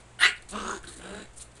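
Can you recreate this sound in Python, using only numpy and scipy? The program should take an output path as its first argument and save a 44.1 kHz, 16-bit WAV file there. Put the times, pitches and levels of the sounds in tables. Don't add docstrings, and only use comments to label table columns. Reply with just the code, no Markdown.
import sys
import numpy as np
from scipy import signal
from scipy.fft import rfft, irfft, next_fast_len
from scipy.io import wavfile
from scipy.ndimage import map_coordinates

SR = 44100
rng = np.random.default_rng(int(sys.argv[2]) if len(sys.argv) > 2 else 0)


def magnitude_from_level(level_db):
    exponent = np.asarray(level_db, float) / 20
    return 10 ** exponent


def bounce(signal):
    frames = np.transpose(np.atleast_2d(signal))
    limited = np.clip(frames, -1, 1)
    pcm = np.round(limited * 32767).astype(np.int16)
    wavfile.write(sys.argv[1], SR, pcm)


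N = 70560
T = np.arange(N) / SR

# frequency in Hz, rms level in dB.
HUM_PARTIALS = [(59.5, -60), (119.5, -62.5)]
# time in seconds, level in dB.
RUMBLE_LEVEL = [(0, -59), (.45, -52.5), (.6, -49), (1, -53), (1.4, -51.5), (1.6, -63)]
# frequency in Hz, density in dB per Hz.
RUMBLE_SPECTRUM = [(10, 0.5), (25, -18), (45, 0.5), (100, -17), (200, -57), (400, -55)]
HISS_SPECTRUM = [(60, -8.5), (130, 0), (800, -5), (2700, -13), (5400, -22), (8000, -15), (10000, -22),
                 (12400, -45)]
# frequency in Hz, t60 in seconds.
ROOM_DECAY = [(200, 0.17), (1000, 0.22), (2500, 0.31), (5000, 0.1), (10000, 0.19)]
# frequency in Hz, gain in dB.
MIC_RESPONSE = [(30, -1), (9800, 0), (11000, -3.5), (12400, -7.5)]
# start in seconds, length in seconds, level in dB, low band in dB.
SNORT_PUFFS = [(0, 0.011, -59.5, -2), (0.354, 0.025, -59.5, 5), (0.4216, 0.0039, -52, -0.5),
               (0.487, 0.012, -45, -7.5), (0.505, 0.0096, -42, -11.5), (0.52, 0.015, -56.5, 5.5),
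               (0.83, 0.0016, -48.5, -6), (0.834, 0.021, -55, -3.5), (0.868, 0.026, -47.5, -0.5),
               (0.888, 0.059, -50, -5), (0.956, 0.032, -50, -9), (1.333, 0.0074, -58, -6),
               (1.44, 0.027, -68, 3), (1.514, 0.007, -62, 1), (1.551, 0.0093, -59.5, -6),
               (1.563, 0.014, -57.5, -2.5)]
# start in seconds, length in seconds, level in dB, low band in dB.
SWELLING_PUFFS = [
    (1.358, 0.027, -43.5, -16.5),
    (1.39, 0.016, -50, -2.5),
    (1.404, 0.018, -40.5, -11.5),
]
# frequency in Hz, width in Hz, level in dB.
NOSE_HIGH_BAND = [(6750, 1880, -6), (8100, 1220, -1.5), (9440, 1080, 0.5)]
NOSE_LOW_BAND = [(1210, 1660, -2.5), (2950, 1400, -6), (4060, 860, 4.5)]
# time in seconds, peak in dB, pitch in Hz, t60 in seconds.
PALATE_SLAPS = [(.555, -36, 1090, .04), (0.5895, -27.5, 1290, .015), (0.599, -31, 1310, 0.011),
                (.6, -40, 6150, .01), (0.614, -34, 6300, 0.0083), (0.6588, -30, 1260, 0.016),
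                (.671, -35, 1370, .02), (.681, -21.5, 1300, 0.013), (.681, -28.5, 6660, 0.014),
                (0.6939, -21.5, 1116, 0.02), (0.7042, -22, 1350, 0.014), (0.7107, -24.5, 1413, 0.023),
                (0.71, -22.5, 6930, .01), (0.729, -29, 1114, 0.031), (0.8418, -42.5, 1450, 0.03),
                (.8725, -39.5, 3970, 0.032), (.888, -31.5, 9200, 0.0087), (1.0171, -39.5, 1500, 0.023),
                (1.051, -39.5, 1500, 0.025), (1.124, -39, 1320, 0.019), (1.146, -35.5, 1522, 0.027),
                (1.146, -39, 3950, 0.017), (1.183, -35, 1450, .018), (1.201, -48, 1500, .015),
                (1.203, -52, 3950, 0.014)]
# time in seconds, pitch in Hz, level in dB.
CHEST_TONE_1 = [(.52, 180.9, -53), (.552, 213.4, -46.5), (.58, 215.3, -47), (.62, 202, -53),
                (.658, 220.1, -46), (.7, 223, -46), (.725, 224.5, -57)]
CHEST_TONE_2 = [(1.005, 165, -60), (1.028, 172, -50), (1.048, 178, -49), (1.088, 192, -51),
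                (1.118, 195, -47), (1.16, 196, -51), (1.212, 191, -52), (1.235, 190, -61)]
# time in seconds, level in dB, pitch in Hz, roughness from 0 to 1.
FIRST_GROWL = [(.515, -48.5, 180.3, 0.47), (.532, -39.5, 201.4, 0.09), (.556, -35.5, 212.6, 0.52),
               (.6, -36.5, 215, 0.77), (.636, -37, 179.7, 0.55), (.68, -35, 190, 0.46),
               (.73, -36.5, 204.8, 0.43), (.775, -42, 171.9, 0.76), (.8, -58.5, 166, 0.68)]
SECOND_GROWL = [(.995, -49, 174.6, 0.42), (1.02, -46.5, 179.6, 1), (1.056, -42, 190, 0.66),
                (1.12, -41, 201.5, 0.33), (1.182, -42.5, 215, 0.39), (1.215, -42.5, 214, 0.33),
                (1.235, -51, 202.9, 1), (1.26, -59, 190, 0.97)]
GRUNT_BETWEEN = [
    (.834, -60, 171.3, 0.57),
    (.84, -42.5, 174.8, 0.97),
    (.855, -51.5, 166, 0.57),
    (.875, -50, 172.8, 0.48),
    (.93, -53, 167, 0.85),
    (.99, -52.5, 173.3, 0.64),
    (1.0, -41, 169, 0.62),
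]
# start in Hz, end in Hz, width in Hz, level in dB, change in dB.
FIRST_THROAT = [(215, 250, 160, 0, -12.5), (410, 350, 190, -4.5, 10.5), (650, 485, 260, -0.5, -13.5),
                (1090, 960, 210, -1.5, 1.5), (1105, 1543, 163, 5.5, -3.5), (1500, 1570, 300, -8, 8),
                (2790, 2850, 510, -3.5, -15.5), (3680, 3500, 480, -7.5, -1.5), (4130, 4500, 1930, -17, 1.5),
                (6300, 6800, 370, -18, 18.5), (8000, 8530, 1170, -16.5, 7)]
SECOND_THROAT = [(371, 233, 138, 3, 1.5), (600, 385, 427, -4, 5.5), (1450, 1690, 450, -6.5, 3),
                 (3020, 2720, 940, -8.5, -0.5), (3950, 3930, 260, -14, 13.5),
                 (4440, 4400, 610, -21.5, 10.5), (7240, 7800, 1020, -17.5, 11),
                 (8840, 9700, 1000, -10.5, -6)]
GRUNT_THROAT = [(190, 185, 160, 0.5, 0), (320, 316, 110, 6.5, 5.5), (1470, 1840, 370, 2.5, -7),
                (2964, 4400, 1100, -7.5, -11)]
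# time in seconds, level in dB, squeak pitch in Hz, squeak share in dB.
YIP_COURSE = [
    (0.1888, -50, 1500, -8),
    (0.1922, -38, 1488, -0.5),
    (0.205, -29.5, 1539, -26),
    (0.209, -24, 1496, -12),
    (.224, -20, 1658, -2.5),
    (0.237, -18.5, 1974, 0.5),
    (0.264, -19.5, 1975, -4),
    (0.284, -25.5, 2150, -17),
    (0.33, -49, 2150, -25),
]
# start in Hz, end in Hz, width in Hz, level in dB, change in dB.
YIP_RESONANCES = [(224, 260, 120, -14.5, -12), (380, 426, 75, -6, 13), (700, 776, 77, -23, -37),
                  (1340, 1740, 820, -1, 5), (1860, 2090, 324, 6, -1), (3180, 2350, 460, 1, 4),
                  (3580, 3210, 260, -0.5, -1), (3730, 4250, 770, -3, 0.5), (6060, 8080, 1230, -22, 18.5),
                  (9200, 11100, 850, 1.5, -29)]
# frequency in Hz, gain in dB.
YIP_LOW_CUT = [(50, -18), (250, -10.5), (720, -6.5), (950, -9), (1250, -4)]
# time in seconds, boost in dB.
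FOLD_JOLTS = [(.2075, 5), (.2255, 7), (.234, 5), (.241, 5), (.2495, 5), (.255, 4), (.2605, 6), (.267, 2)]


def unit(x):
    return x / np.sqrt(np.mean(x ** 2) + 1e-20)


def along(points, hz):
    f, v = np.transpose(points)
    return np.interp(np.log(hz + 1), np.log(f + 1), v)


def curves(rows):
    s, *columns = np.transpose(rows)
    return [np.interp(T, s, column) for column in columns]


def wobble(rate_hz):
    knots = rng.standard_normal(int(N * 1000 / SR) + 4)
    return map_coordinates(knots, [T * rate_hz])


def coloured(x, points):
    size = next_fast_len(N + 8192)
    gain = magnitude_from_level(along(points, np.fft.rfftfreq(size, 1 / SR)))
    return irfft(rfft(x, size) * gain, size)[..., :N]


def shaped(x, level_db, rows):
    on = (T > rows[0][0]) & (T < rows[-1][0])
    return on * magnitude_from_level(level_db) * x / np.sqrt(np.mean(x[on] ** 2))


def throat(x, resonances, start_s, end_s):
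    part = (T > start_s - 0.02) & (T < end_s + 0.06)
    glide = np.clip((T[part] - start_s) / (end_s - start_s), 0, 1)
    out = np.zeros(N)
    for k, (from_hz, to_hz, width_hz, db, change_db) in enumerate(resonances):
        turn = np.exp(2j * np.pi * np.cumsum(from_hz + (to_hz - from_hz) * glide) / SR)
        pole = np.exp(-np.pi * width_hz * 1.5 / SR)
        smooth = signal.lfilter([(1 - pole) ** 2], [1, -2 * pole, pole ** 2], x[part] / turn)
        out[part] += (-1) ** k * magnitude_from_level(db + change_db * glide) * (smooth * turn).real
    return out


def folds(pitch_hz, rough, jitter, top_hz, weak=1, scatter_db=0.5, flutter_db=0, gate=2.85):
    cycles = np.cumsum(pitch_hz * (1 + jitter * wobble(150))) / SR
    whole = np.floor(cycles).astype(int)
    scatter = magnitude_from_level(scatter_db * np.clip(rng.standard_normal(2000), -2, 2))
    size = scatter[whole] * np.where(whole % 2, weak, 1)
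    clicks = unit(np.diff(whole, prepend=0) * size)
    pulses = signal.lfilter(*signal.butter(3, top_hz, fs=SR), clicks)
    breath = unit(size * magnitude_from_level(flutter_db) * np.exp(-gate * (cycles % 1)) * rng.standard_normal(N))
    rough = np.clip(rough, 0, 1)
    return np.sqrt(1 - rough) * pulses + np.sqrt(rough) * breath, cycles


def hum():
    out = np.zeros(N)
    for hz, db in HUM_PARTIALS:
        level = magnitude_from_level(db + 4.5 + 1.3 * wobble(6.94))
        out += level * np.sin(2 * np.pi * hz * T + 0.68 * wobble(4.72))
    return out


def rumble():
    level_db = curves(RUMBLE_LEVEL)[0] - 1 + 0.42 * wobble(29.6)
    return magnitude_from_level(level_db) * unit(coloured(rng.standard_normal(N), RUMBLE_SPECTRUM))


def hiss():
    level_db = -55.5 + 0.8 * wobble(22.07)
    return magnitude_from_level(level_db) * unit(coloured(rng.standard_normal(N), HISS_SPECTRUM))


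def room(x):
    wall_delay_s = 0.006
    hz, t, z = signal.stft(rng.standard_normal(SR // 2), SR, nperseg=256)
    decay = magnitude_from_level(-60 * t / along(ROOM_DECAY, hz)[:, None])
    tail = signal.istft(z * decay, SR, nperseg=256)[1]
    delayed = np.pad(x, (round(wall_delay_s * SR), 0))
    return signal.fftconvolve(delayed, tail / np.linalg.norm(tail))[:N]


def nose(air, band):
    still = [(hz, hz, width_hz, db, 0) for hz, width_hz, db in band]
    return unit(throat(air, still, 0, 2))


def snorts():
    rise_s, fall_s, grain_db = 0.0068, 0.0073, -2
    puffs = [(*row, min(rise_s, row[1] / 6)) for row in SNORT_PUFFS]
    puffs += [(*row, 0.7 * row[1]) for row in SWELLING_PUFFS]
    high_power, low_power = np.zeros(N), np.zeros(N)
    for start_s, length_s, db, low_db, puff_rise_s in puffs:
        rise = np.clip((T - start_s) / puff_rise_s, 0, 1)
        fall = np.exp(-np.maximum(T - start_s - length_s, 0) / min(fall_s, length_s))
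        env = magnitude_from_level(db) * rise * fall
        high_power += env ** 2
        low_power += (env * magnitude_from_level(low_db)) ** 2
    air = rng.standard_normal((2, N)) * magnitude_from_level(grain_db * wobble(520))
    high = np.sqrt(high_power) * nose(air[0], NOSE_HIGH_BAND)
    return high + np.sqrt(low_power) * nose(air[1], NOSE_LOW_BAND)


def slaps():
    rise_s = 0.0008
    out, t = np.zeros(N), T[:SR // 20]
    waver = 1 + 0.05 * wobble(500)
    for start_s, db, hz, t60_s in PALATE_SLAPS:
        i = round(start_s * SR)
        ring = slice(i, i + len(t))
        env = magnitude_from_level(db + 3 - 60 * t / t60_s) * (1 - np.exp(-t / rise_s))
        out[ring] += env * np.sin(2 * np.pi * hz * np.cumsum(waver[ring]) / SR)
    return out


def chest(rows):
    pitch_hz, level_db = curves(rows)
    phase = 2 * np.pi * np.cumsum(pitch_hz * (1 + 0.015 * wobble(60))) / SR
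    octave = magnitude_from_level(-5 + 4.1 * wobble(41.6)) * np.sin(2 * phase)
    return shaped(np.sin(phase) + octave, level_db + 0.5 + 1.9 * wobble(50.8), rows)


def growl(rows, resonances, flutter_hz, depth_db, peak_s):
    level_db, pitch_hz, rough = curves(rows)
    flutter_phase = 2 * np.pi * flutter_hz * (T - peak_s) + 0.7 * wobble(30.23)
    flutter_db = depth_db * np.cos(flutter_phase)
    source, _ = folds(pitch_hz, rough, jitter=0.07 * rough, top_hz=1600, flutter_db=flutter_db, gate=0.78)
    source = source * magnitude_from_level(0.15 * flutter_db)
    return shaped(throat(source, resonances, rows[0][0], rows[-1][0]), level_db, rows)


def fold_jolts():
    rise_s, fall_s = 0.0008, 0.0025
    boost_db = np.zeros(N)
    for start_s, db in FOLD_JOLTS:
        after = np.maximum(T - start_s, 0)
        boost_db += db * (1 - np.exp(-after / rise_s)) * np.exp(-(after / fall_s) ** 2 / 2)
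    return magnitude_from_level(boost_db)


def yip():
    folds_hz, squeak_depth, squeak_octave_db = 359, 0.36, -9
    level_db, squeak_hz, share_db = curves(YIP_COURSE)
    jolt = fold_jolts()
    source, cycles = folds(np.full(N, 2.0 * folds_hz), 0.47, jitter=0.025, top_hz=4400,
                           weak=0.6, scatter_db=1.5, gate=1.9)
    hoarse = coloured(throat(source * jolt, YIP_RESONANCES, 0.208, 0.29), YIP_LOW_CUT)
    phase = 2 * np.pi * np.cumsum(squeak_hz * (1 + 0.012 * wobble(202.5))) / SR
    squeak = np.sin(phase) + magnitude_from_level(squeak_octave_db) * np.sin(2 * phase)
    squeak = squeak * (1 + squeak_depth * np.cos(2 * np.pi * cycles))
    squeak = squeak * np.sqrt(jolt) * magnitude_from_level(2.9 * wobble(122.9))
    return shaped(hoarse, level_db - 2.0, YIP_COURSE), shaped(squeak, level_db + share_db, YIP_COURSE)


def scene():
    room_db, squeak_wet_db = -8.5, -9
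    background = hum() + rumble() + hiss()
    soft = snorts() + slaps() + chest(CHEST_TONE_1) + chest(CHEST_TONE_2)
    soft += growl(FIRST_GROWL, FIRST_THROAT, flutter_hz=63, depth_db=2.5, peak_s=0.683)
    soft += growl(GRUNT_BETWEEN, GRUNT_THROAT, flutter_hz=63, depth_db=2.5, peak_s=0.683)
    soft += growl(SECOND_GROWL, SECOND_THROAT, flutter_hz=54, depth_db=3.8, peak_s=1.147)
    hoarse, squeak = yip()
    answer = room(hoarse + magnitude_from_level(squeak_wet_db) * squeak) + room(soft)
    return (background + soft + hoarse + squeak + magnitude_from_level(room_db) * answer)[None]


def roll_off(x):
    return signal.sosfilt(signal.butter(12, 12530, fs=SR, output="sos"), x)


def record(dry):
    top_hz = 12550
    band_limit = [(top_hz, -22), (top_hz + 40, -120)]
    return roll_off(coloured(dry, MIC_RESPONSE + band_limit))


dry = scene()
out = record(dry)
bounce(out)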